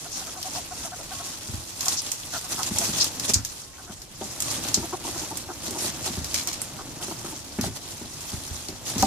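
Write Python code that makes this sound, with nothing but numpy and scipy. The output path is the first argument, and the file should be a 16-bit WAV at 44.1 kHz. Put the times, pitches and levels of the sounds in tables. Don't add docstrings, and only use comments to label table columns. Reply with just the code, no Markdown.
import sys
import numpy as np
from scipy import signal
from scipy.fft import rfft, irfft
from scipy.io import wavfile
from scipy.ndimage import uniform_filter1d

SR = 44100
rng = np.random.default_rng(int(sys.argv[2]) if len(sys.argv) > 2 else 0)


def file_out(sig):
    cols = np.atleast_2d(sig).T
    lim = np.clip(cols, -1, 1)
    pcm = np.round(lim * 32767).astype(np.int16)
    wavfile.write(sys.argv[1], SR, pcm)


N = 399546
TIME = np.arange(N) / SR

# time_s, straw_rustle_db, board_scuff_db
TUSSLE_COURSE = [(0.0, -39.5, -50), (0.58, -41, -44), (1.64, -39.5, -49), (1.87, -35.5, -67),
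                 (2.27, -37.5, -61), (2.78, -34, -48), (3.25, -39, -37.5), (3.52, -41, -55),
                 (3.78, -51, -54.5), (4.11, -49, -51.5), (4.62, -35, -33.5), (4.92, -40.5, -40.5),
                 (5.2, -37.5, -37.5), (5.531, -43.5, -41.5), (5.98, -36.5, -36.5), (6.38, -35.5, -41),
                 (6.71, -45.5, -40), (7.16, -37.5, -40), (7.37, -43.5, -43), (8.35, -39, -44),
                 (8.81, -43, -42), (9.06, -37, -31)]


def from_db(db):
    return 10 ** (np.asarray(db) / 20)


def rms_one(x):
    return x / np.sqrt(np.mean(x ** 2) + 1e-20)


def at_hz(points, hz):
    points = np.array(points)
    return np.interp(np.log(hz), np.log(points[:, 0]), points[:, 1])


def cut(x, hz, kind, order=2):
    sos = signal.butter(order, np.clip(hz, 10, .45 * SR), kind, fs=SR, output="sos")
    return signal.sosfilt(sos, x + 1e-18)


def resonate(x, hz, width_hz):
    r = np.exp(-np.pi * width_hz / SR)
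    zeros = np.array([1, 0, -1]) * (1 - r * r) / 2
    poles = [1, -2 * r * np.cos(2 * np.pi * hz / SR), r * r]
    return signal.lfilter(zeros, poles, x + 1e-18)


def glide(x, hz, width_hz):
    turn = np.exp(2j * np.pi * np.cumsum(hz) / SR)
    r = np.exp(-2 * np.pi * width_hz / SR)
    return rms_one(np.real(turn * signal.lfilter([1], [1, -2 * r, r * r], x / turn)))


def drift(rate_hz):
    knots = rng.standard_normal(4000)
    return rms_one(np.interp(TIME * 2 * rate_hz, np.arange(len(knots)), knots))


def add(track, s, sound):
    i = max(round(s * SR), 0)
    track[..., i:i + sound.shape[-1]] += sound[..., :max(N - i, 0)]


def coloured(spectrum, excite, patchy_db):
    # frequency_hz, likeness (0 unrelated, 1 the same)
    ear_likeness = [(30,0.39),(100,1),(400,0.56),(800,0.068)]
    lowest_hz = spectrum[0][0]
    edges = np.geomspace(lowest_hz, 16000, 2 * round(np.log2(16000 / lowest_hz)) + 1)
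    out = 0
    for k, (low, high) in enumerate(zip(edges, edges[1:])):
        mid, side = cut(excite[k % 2], [low, high], "band")
        hz = np.sqrt(low * high)
        alike = np.clip(at_hz(ear_likeness, hz), -1, 1)
        gain = from_db(at_hz(spectrum, hz) + patchy_db * drift(25))
        out = out + gain * (np.sqrt(1 + alike) * mid + np.sqrt(1 - alike) * side * [[1], [-1]])
    return rms_one(out)


def dooks(jitter=0.121, shimmer=0.95, hiss_db=-14, arch_share=0.241, fall_share=0.045,
          lower_width_hz=170, upper_width_hz=280):
    # middle_s, length_s, level_db, base_pitch_hz, upper_mouth_resonance_hz,
    # upper_resonance_db (relative to the lower one)
    dook_events = [(0.063,.03,-43.5,346,1400,-5),(0.222,.028,-44.5,372,1470,-3),(0.286,.034,-43.5,334,1380,-2),(0.375,.052,-42,373,1100,-2),(0.468,.05,-39.5,372,1100,-10),
                   (0.562,.028,-38.5,345,1030,-1),(0.584,.034,-38,365,1100,-19),(0.724,.036,-39,366,1340,-7),(0.861,.06,-40,331,1380,-8),(0.934,.038,-39,368,1470,-5),
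                   (1.006,.04,-41,321,1360,-14),(1.125,.04,-39.5,380,1530,-5.5),(1.209,.03,-39.5,347,1380,-7),
                   (1.876,.038,-36.5,378,1100,1),(2.356,0.06,-34.5,351,1420,2),(2.452,.045,-45,398,1250,-1),(2.604,0.056,-33.5,388.4,1240,2),(2.769,.028,-36.5,309,900,-5),(2.824,.042,-35.5,309.5,890,-26),
                   (3.795,.034,-47.5,387,1380,7),(3.898,.065,-47,341,1350,1),(4.84,.034,-33.5,334,950,-2),(4.94,.032,-29,365,1050,3.5),(5.056,.026,-37.5,312,930,7),(5.085,.036,-35.5,306.6,1060,-2),(5.165,.025,-36.5,321,1150,-1),
                   (5.229,.034,-39,303,960,-5),(5.322,.03,-35,311,920,1),(5.504,.042,-35.5,364.5,1370,-3.5),(5.762,0.044,-36.5,310,1000,-10),(6.076,.04,-36,400,1250,-5),
                   (6.485,.04,-41.5,359,1260,1),(6.802,.047,-38.5,392.5,1270,2),(7.019,.048,-42,332,1300,-3),(7.117,.022,-35,330,1110,-4),(7.259,.036,-41,396,1240,8),(7.334,.03,-39.5,306,910,-13)]
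    # time_s, roughness (0-1), fundamental_db
    voice_course = [(1.2,0.3,-24),(2.35,0.69,-16),(3.9,0.48,-13),(4.94,0.5,2.5),(5.5,0.6,-1),(7.3,0.46,-3)]
    mouth_arch_share, mouth_fall_share = 0.085, 0.074
    hold_power = 2.5
    out, wobble, flutter, breath = np.zeros(N), drift(150), drift(120), rng.standard_normal(N)
    hiss = rms_one(resonate(resonate(breath, 6000, 4000), 6000, 4000))
    when, roughness, chest_db = np.transpose(voice_course)
    for s, length, db, pitch, upper_hz, upper_db in dook_events:
        u = np.linspace(-1, 1, round(length * SR))
        start = int(np.clip((s - length / 2) * SR, 0, N - len(u)))
        here = slice(start, start + len(u))
        hoarse = np.clip(np.interp(s, when, roughness), .1, .9)

        arch = 1.02 - arch_share * u ** 2 - fall_share * u
        phase = 2 * np.pi * np.cumsum(pitch * (arch + jitter * hoarse * wobble[here])) / SR
        harmonics = sum(np.cos(k * phase) for k in range(1, 7))
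        folds = harmonics * np.exp(shimmer * hoarse * flutter[here])
        rasp = rms_one(cut(breath[here], 2000, "low")) * (1 + np.cos(phase) / 2)
        source = rms_one(folds) + hoarse * rasp

        mouth = 1 - mouth_arch_share * u ** 2 - mouth_fall_share * u
        lower = glide(source, 2 * pitch * mouth, lower_width_hz)
        upper = from_db(upper_db) * glide(source, upper_hz * mouth, upper_width_hz)
        chest = from_db(np.interp(s, when, chest_db)) * rms_one(resonate(source, 365, 70))
        voice = cut(lower - upper, 590, "high") + chest
        voice = voice / np.sqrt(uniform_filter1d(voice ** 2, size=SR // 70) + 1e-9)
        voice = voice + from_db(hiss_db) * hiss[here]
        add(out, s - length / 2, from_db(db) * voice * (1 - np.abs(u) ** hold_power))
    return out


def straw_level():
    # middle_s, length_s, peak_level_db
    sweep_events = [(0.204,0.14,-35.5),(0.561,0.096,-32),(1.295,0.2,-35.5),(1.872,0.26,-31.5),(2.358,0.093,-30),(2.526,0.086,-29),
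                    (2.677,0.044,-25.5),(2.853,0.16,-26),(3.004,0.2,-25),(3.248,0.061,-27.5),(3.303,0.066,-25),(3.93,0.061,-39.5),(4.276,0.23,-36.5),(4.522,0.2,-29),(4.67,0.1,-30.5),
                    (5.08,0.12,-39),(5.668,0.087,-32),(5.845,0.16,-27),(6.07,0.08,-29),(7.034,0.054,-30),
                    (7.658,0.095,-31),(7.766,0.047,-33),(8.887,0.085,-29.5),(8.999,0.047,-26.5)]
    shuffle_db = 2
    fidget_db, fidget_hz = 2.08, 6.5
    s, straw_db, _ = np.transpose(TUSSLE_COURSE)
    shuffle = np.interp(TIME, s, straw_db) + shuffle_db + fidget_db * drift(fidget_hz)
    power = from_db(shuffle) ** 2
    for s, length, db in sweep_events:
        add(power, s - length / 2, from_db(db) ** 2 * np.hanning(round(length * SR)))
    return np.sqrt(power)


def rustle(grains_per_s=1500, hiss_db=2, clump_db=1.15, patchy_db=1.5):
    # (per Hz, relative)
    straw_spectrum = [(400,-8),(1000,-4),(1700,-9),(2600,-6.5),(4000,-3.5),(5500,-3),(7000,4),(10000,-5.5),(14500,-12)]
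    sizes = from_db(5.5 * np.minimum(rng.exponential(1, N), 3))
    grains = sizes * (rng.random(N) < grains_per_s / SR)
    slips = signal.lfilter([1], [1, -np.exp(-1 / (.0008 * SR))], grains + 1e-18)
    strength = np.sqrt(rms_one(slips) ** 2 + from_db(hiss_db) ** 2) * from_db(clump_db * drift(40))
    return coloured(straw_spectrum, strength * rng.standard_normal((2, 2, N)), patchy_db)


def crackle(ticks_per_s=190, level_db=-10.0, size_db=3.3, width_hz=420, low_hz=3200, high_hz=8500, count=14):
    sizes = from_db(size_db * np.minimum(rng.exponential(1, N), 3))
    ticks = (rng.random(N) < ticks_per_s / SR) * sizes
    dealt, out = rng.integers(0, count, N), 0
    for k, hz in enumerate(np.geomspace(low_hz, high_hz, count)):
        out = out + resonate(ticks * (dealt == k), hz, width_hz) * np.array([[1], [(-1) ** k]])
    return from_db(level_db) * rms_one(out)


def snaps(width_hz=3000, tail_db=-7, break_s=0.0033):
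    # start_s, ring_level_db (before the fade), ring_hz
    snap_events = [(.428,-30,5030),(1.8073,-23.5,5900),(1.857,-25,5900),(1.8822,-15,6400),(1.93,-31,6100),(2.117,-21.5,7000),(2.526,-31,6000),(2.631,-23,5800),(2.785,-16,7000),(3.043,-19.5,5830),
                   (3.197,-24.5,6000),(3.2925,-25.5,4730),(3.336,-16.5,6300),(3.3414,-11,6200),(3.449,-24,6300),(3.827,-47,10000),(4.018,-38,5760),
                   (4.403,-22,7300),(4.422,-22.5,7340),(4.7426,-11,5900),(5.372,-27,8240),(5.708,-29,8200),(6.244,-27,5900),(6.3424,-20.5,6330),(6.473,-22.5,6800),(6.531,-30,6500),(6.617,-24.5,9200),
                   (7.611,-25.5,5460),(8.685,-30.5,5500),(8.981,-26,6150),(9.024,-19,5850)]
    splinter_db, splinter_most_db = -2, -22.5
    tail_t60_s = 0.15
    out, t = np.zeros((2, N)), TIME[:SR // 6]
    shape = np.exp(-(t / break_s) ** 2) + from_db(tail_db - 60 * t / tail_t60_s)
    for s, db, hz in snap_events:
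        fibres, splinters = rng.standard_normal((2, 2, len(t)))
        ring = from_db(db) * rms_one(cut(fibres, [hz - width_hz / 2, hz + width_hz / 2], "band"))
        bright_gain = from_db(min(db + splinter_db, splinter_most_db))
        splinters = bright_gain * cut(splinters, 2600, "high", order=1)
        add(out, s, (ring + splinters) * shape)
    return out


def rubs(width_hz=1700, catch_db=1.0):
    # middle_s, length_s, level_db (before the swell), ring_hz
    rub_events = [(0.154,0.094,-32,5940),(1.988,0.053,-25,5470),(3.018,0.043,-16.5,5000)]
    out = np.zeros((2, N))
    friction = rng.standard_normal((2, N)) * from_db(catch_db * drift(300))
    for s, length, db, hz in rub_events:
        n = round(length * SR)
        stutter = friction[:, round(s * SR):][:, :n]
        ring = resonate(resonate(stutter, hz, width_hz), hz, 2 * width_hz)
        add(out, s - length / 2, from_db(db) * rms_one(ring) * np.sqrt(np.hanning(n)))
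    return out


def boards(force):
    # mode_hz, width_hz, level_db
    board_modes = [(67,32,4.5),(119,49.5,6.5),(174,84,1.5),(259,50,3),(328,64,0),(446,113,-4),(561,254,-5.5),(906,223,-5),(1080,345,-8.5),(2150,7500,-17.5)]
    return sum((-1) ** k * from_db(db) * resonate(force, hz, width)
               for k, (hz, width, db) in enumerate(board_modes))


def bumps(tumble_s=0.032, spread=0.65, push_db=-4):
    # start_s, thud_level_db, contact_pitch_hz
    bump_events = [(1.487,-35,125),(1.535,-32.5,95),(2.541,-41,229),(2.711,-30.5,186),(2.795,-37.5,260),(2.89,-33.5,219),(3.295,-31.5,259),(3.354,-27,100),(3.385,-32,80),
                   (3.898,-41.5,196),(4.213,-36.5,400),(4.774,-29,233),(5.68,-37,272),(5.713,-40,318),(5.82,-43,260),(5.848,-37,288),(6.1,-36,250),(6.174,-30,155),
                   (6.757,-43,120),(7.083,-38.5,345),(7.246,-36.5,280),(7.587,-25.5,210),(7.641,-33,620),(7.658,-33,196),(7.675,-39,135),
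                   (8.015,-39,260),(8.332,-31.5,124),(8.506,-34,65),(8.689,-38.5,305),(8.959,-29.5,190),(8.994,-35,110)]
    settle_s, settle_db, settle_pitch_share = .035, -8, 0.53
    clack_db, clack_per_db, clack_hz, clack_s = -13, 0.7, 1300, 0.027
    out, t = np.zeros(N), TIME[:SR // 4]
    settles = [(s + settle_s, db + settle_db, hz * settle_pitch_share) for s, db, hz in bump_events]
    for s, db, hz in list(bump_events) + settles:
        force, grit = rng.standard_normal((2, len(t)))
        force *= np.exp(-t / tumble_s)
        force[0] += 48
        push = resonate(force, hz, spread * hz)
        thud = boards(push) + from_db(push_db) * cut(push, 2 * hz, "low")
        thud = thud / np.std(thud[:SR // 40])
        clack = rms_one(cut(resonate(grit, clack_hz, clack_hz), 2 * clack_hz, "low")) * np.exp(-t / clack_s)
        hardness_db = db + 30
        clack_gain = from_db(clack_db + clack_per_db * hardness_db)
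        add(out, s, from_db(db) * (thud + clack_gain * clack))
    return out


def scuffing(pats_per_s=200, size_db=1.5, low_hz=110):
    sizes = from_db(size_db * np.minimum(rng.exponential(1, N), 2))
    pats = (rng.random(N) < pats_per_s / SR) * sizes * rng.choice([-1, 1], N)
    force = rms_one(pats) + 1.02 * rng.standard_normal(N)
    return rms_one(cut(boards(force), low_hz, "high", order=1))


def floor_scuffs(sweep):
    scuff_gain_db, drag_db = -2.5, -12.5
    s, _, scuff_db = np.transpose(TUSSLE_COURSE)
    paws = from_db(np.interp(TIME, s, scuff_db) + scuff_gain_db)
    level = np.hypot(paws, from_db(drag_db) * sweep)
    return level * (scuffing() + from_db(-8.5) * scuffing() * [[1], [-1]])


def knock():
    # start_s, peak_level_db
    knock_events = [(4.221,-22.5),(9.0275,-9),(9.0315,-4.5)]
    # mode_hz, level_db (relative), t60_s
    front_modes = [(220,-2.5,0.25),(284,-3,0.16),(413,-2.5,0.088),(620,2.5,0.1),(775,9.5,0.079),(900,5,0.065),(1190,-8,0.082)]
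    out, t = np.zeros(N), TIME[:SR // 4]
    ring = sum(from_db(db - 60 * t / t60) * np.sin(2 * np.pi * hz * t) for hz, db, t60 in front_modes)
    for s, db in knock_events:
        add(out, s, from_db(db) * ring / np.abs(ring).max())
    return out


def wire(rattle_db=4, rattle_hz=150):
    # start_s, length_s, level_db (before the fade)
    scrape_events = [(6.344, 0.1, -28), (6.475, 0.12, -33)]
    # mode_hz, width_hz, level_db (relative)
    mesh_modes = [(2370,220,-2),(3260,860,-4),(4280,430,2),(5020,400,2),(6200,690,-1)]
    out, rattle = np.zeros((2, N)), from_db(rattle_db * drift(rattle_hz))
    for s, length, db in scrape_events:
        n = round(length * SR)
        friction = rng.standard_normal((2, SR))[:, :n] * rattle[round(s * SR):][:n]
        ring = sum(from_db(level) * resonate(friction, hz, width) for hz, width, level in mesh_modes)
        add(out, s, from_db(db) * rms_one(ring) * np.cos(np.linspace(0, np.pi / 2, n)))
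    return out


def hutch(x, wet_db, bass_spread_db=-0.5):
    t60_s = 0.058
    t = TIME[:SR // 5]
    tails = rng.standard_normal((3, len(t))) * from_db(-60 * t / t60_s) * (t > .001)
    bass = cut(tails[0] + from_db(bass_spread_db) * tails[1:], 700, "low")
    tails = bass + cut(tails[1:], 380, "high")
    tails /= np.sqrt(np.sum(tails ** 2, axis=1, keepdims=True))
    return x + from_db(wet_db) * signal.fftconvolve(np.atleast_2d(x), tails, axes=1)[:, :N]


def whistles():
    # middle_s, length_s, peak_level_db, pitch_hz
    whistle_events = [(1.208,0.19,-47.5,1093),(3.763,0.25,-56.5,1076)]
    out = 0
    for s, length, db, hz in whistle_events:
        swell = np.exp(-(2 * (TIME - s) / length) ** 4)
        out = out + from_db(db) * swell * np.sin(2 * np.pi * hz * TIME)
    return out


def air():
    # (per Hz, relative)
    air_spectrum = [(20,-2.5),(70,-0.5),(250,-8.5),(900,-16),(2000,-21),(5500,-14),(14000,-27.5)]
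    return from_db(-47) * coloured(air_spectrum, rng.standard_normal((2, 2, N)), patchy_db=3.5)


def scene():
    voices = hutch(dooks(), wet_db=-7)
    sweep = straw_level()
    straw = sweep * rms_one(hutch(rustle() + crackle(), wet_db=-9))
    cracks = hutch(snaps(), wet_db=-8)
    scuffs = floor_scuffs(sweep)
    wood = hutch(cut(bumps() + knock(), 50, "high"), wet_db=-10)
    return voices + straw + cracks + rubs() + scuffs + wood + wire() + whistles() + air()


def record(dry, shelf_hz=8000, left_db=-7, right_db=2.0, port_hz=4700, port_db=1.7, left_lag_s=.00006):
    cutoff_hz = 14700
    hz = np.arange(N + 1) * SR / (2 * N)
    top = 1 / (1 + (shelf_hz / (hz + 1)) ** 12)
    port = np.exp(-(2 * np.log2((hz + 1) / port_hz)) ** 2)
    colour = from_db(top * np.array([[left_db], [right_db]]) + port * port_db * [[1], [-1]])
    colour = colour * np.exp(-2j * np.pi * hz * np.array([[left_lag_s], [0]]))
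    steep = 1 / np.sqrt(1 + (hz / cutoff_hz) ** 260)
    rounded = .85 * np.tanh(dry / .85)
    return irfft(rfft(rounded, 2 * N) * colour * steep)[:, :N]


dry = scene()
out = record(dry)
file_out(out)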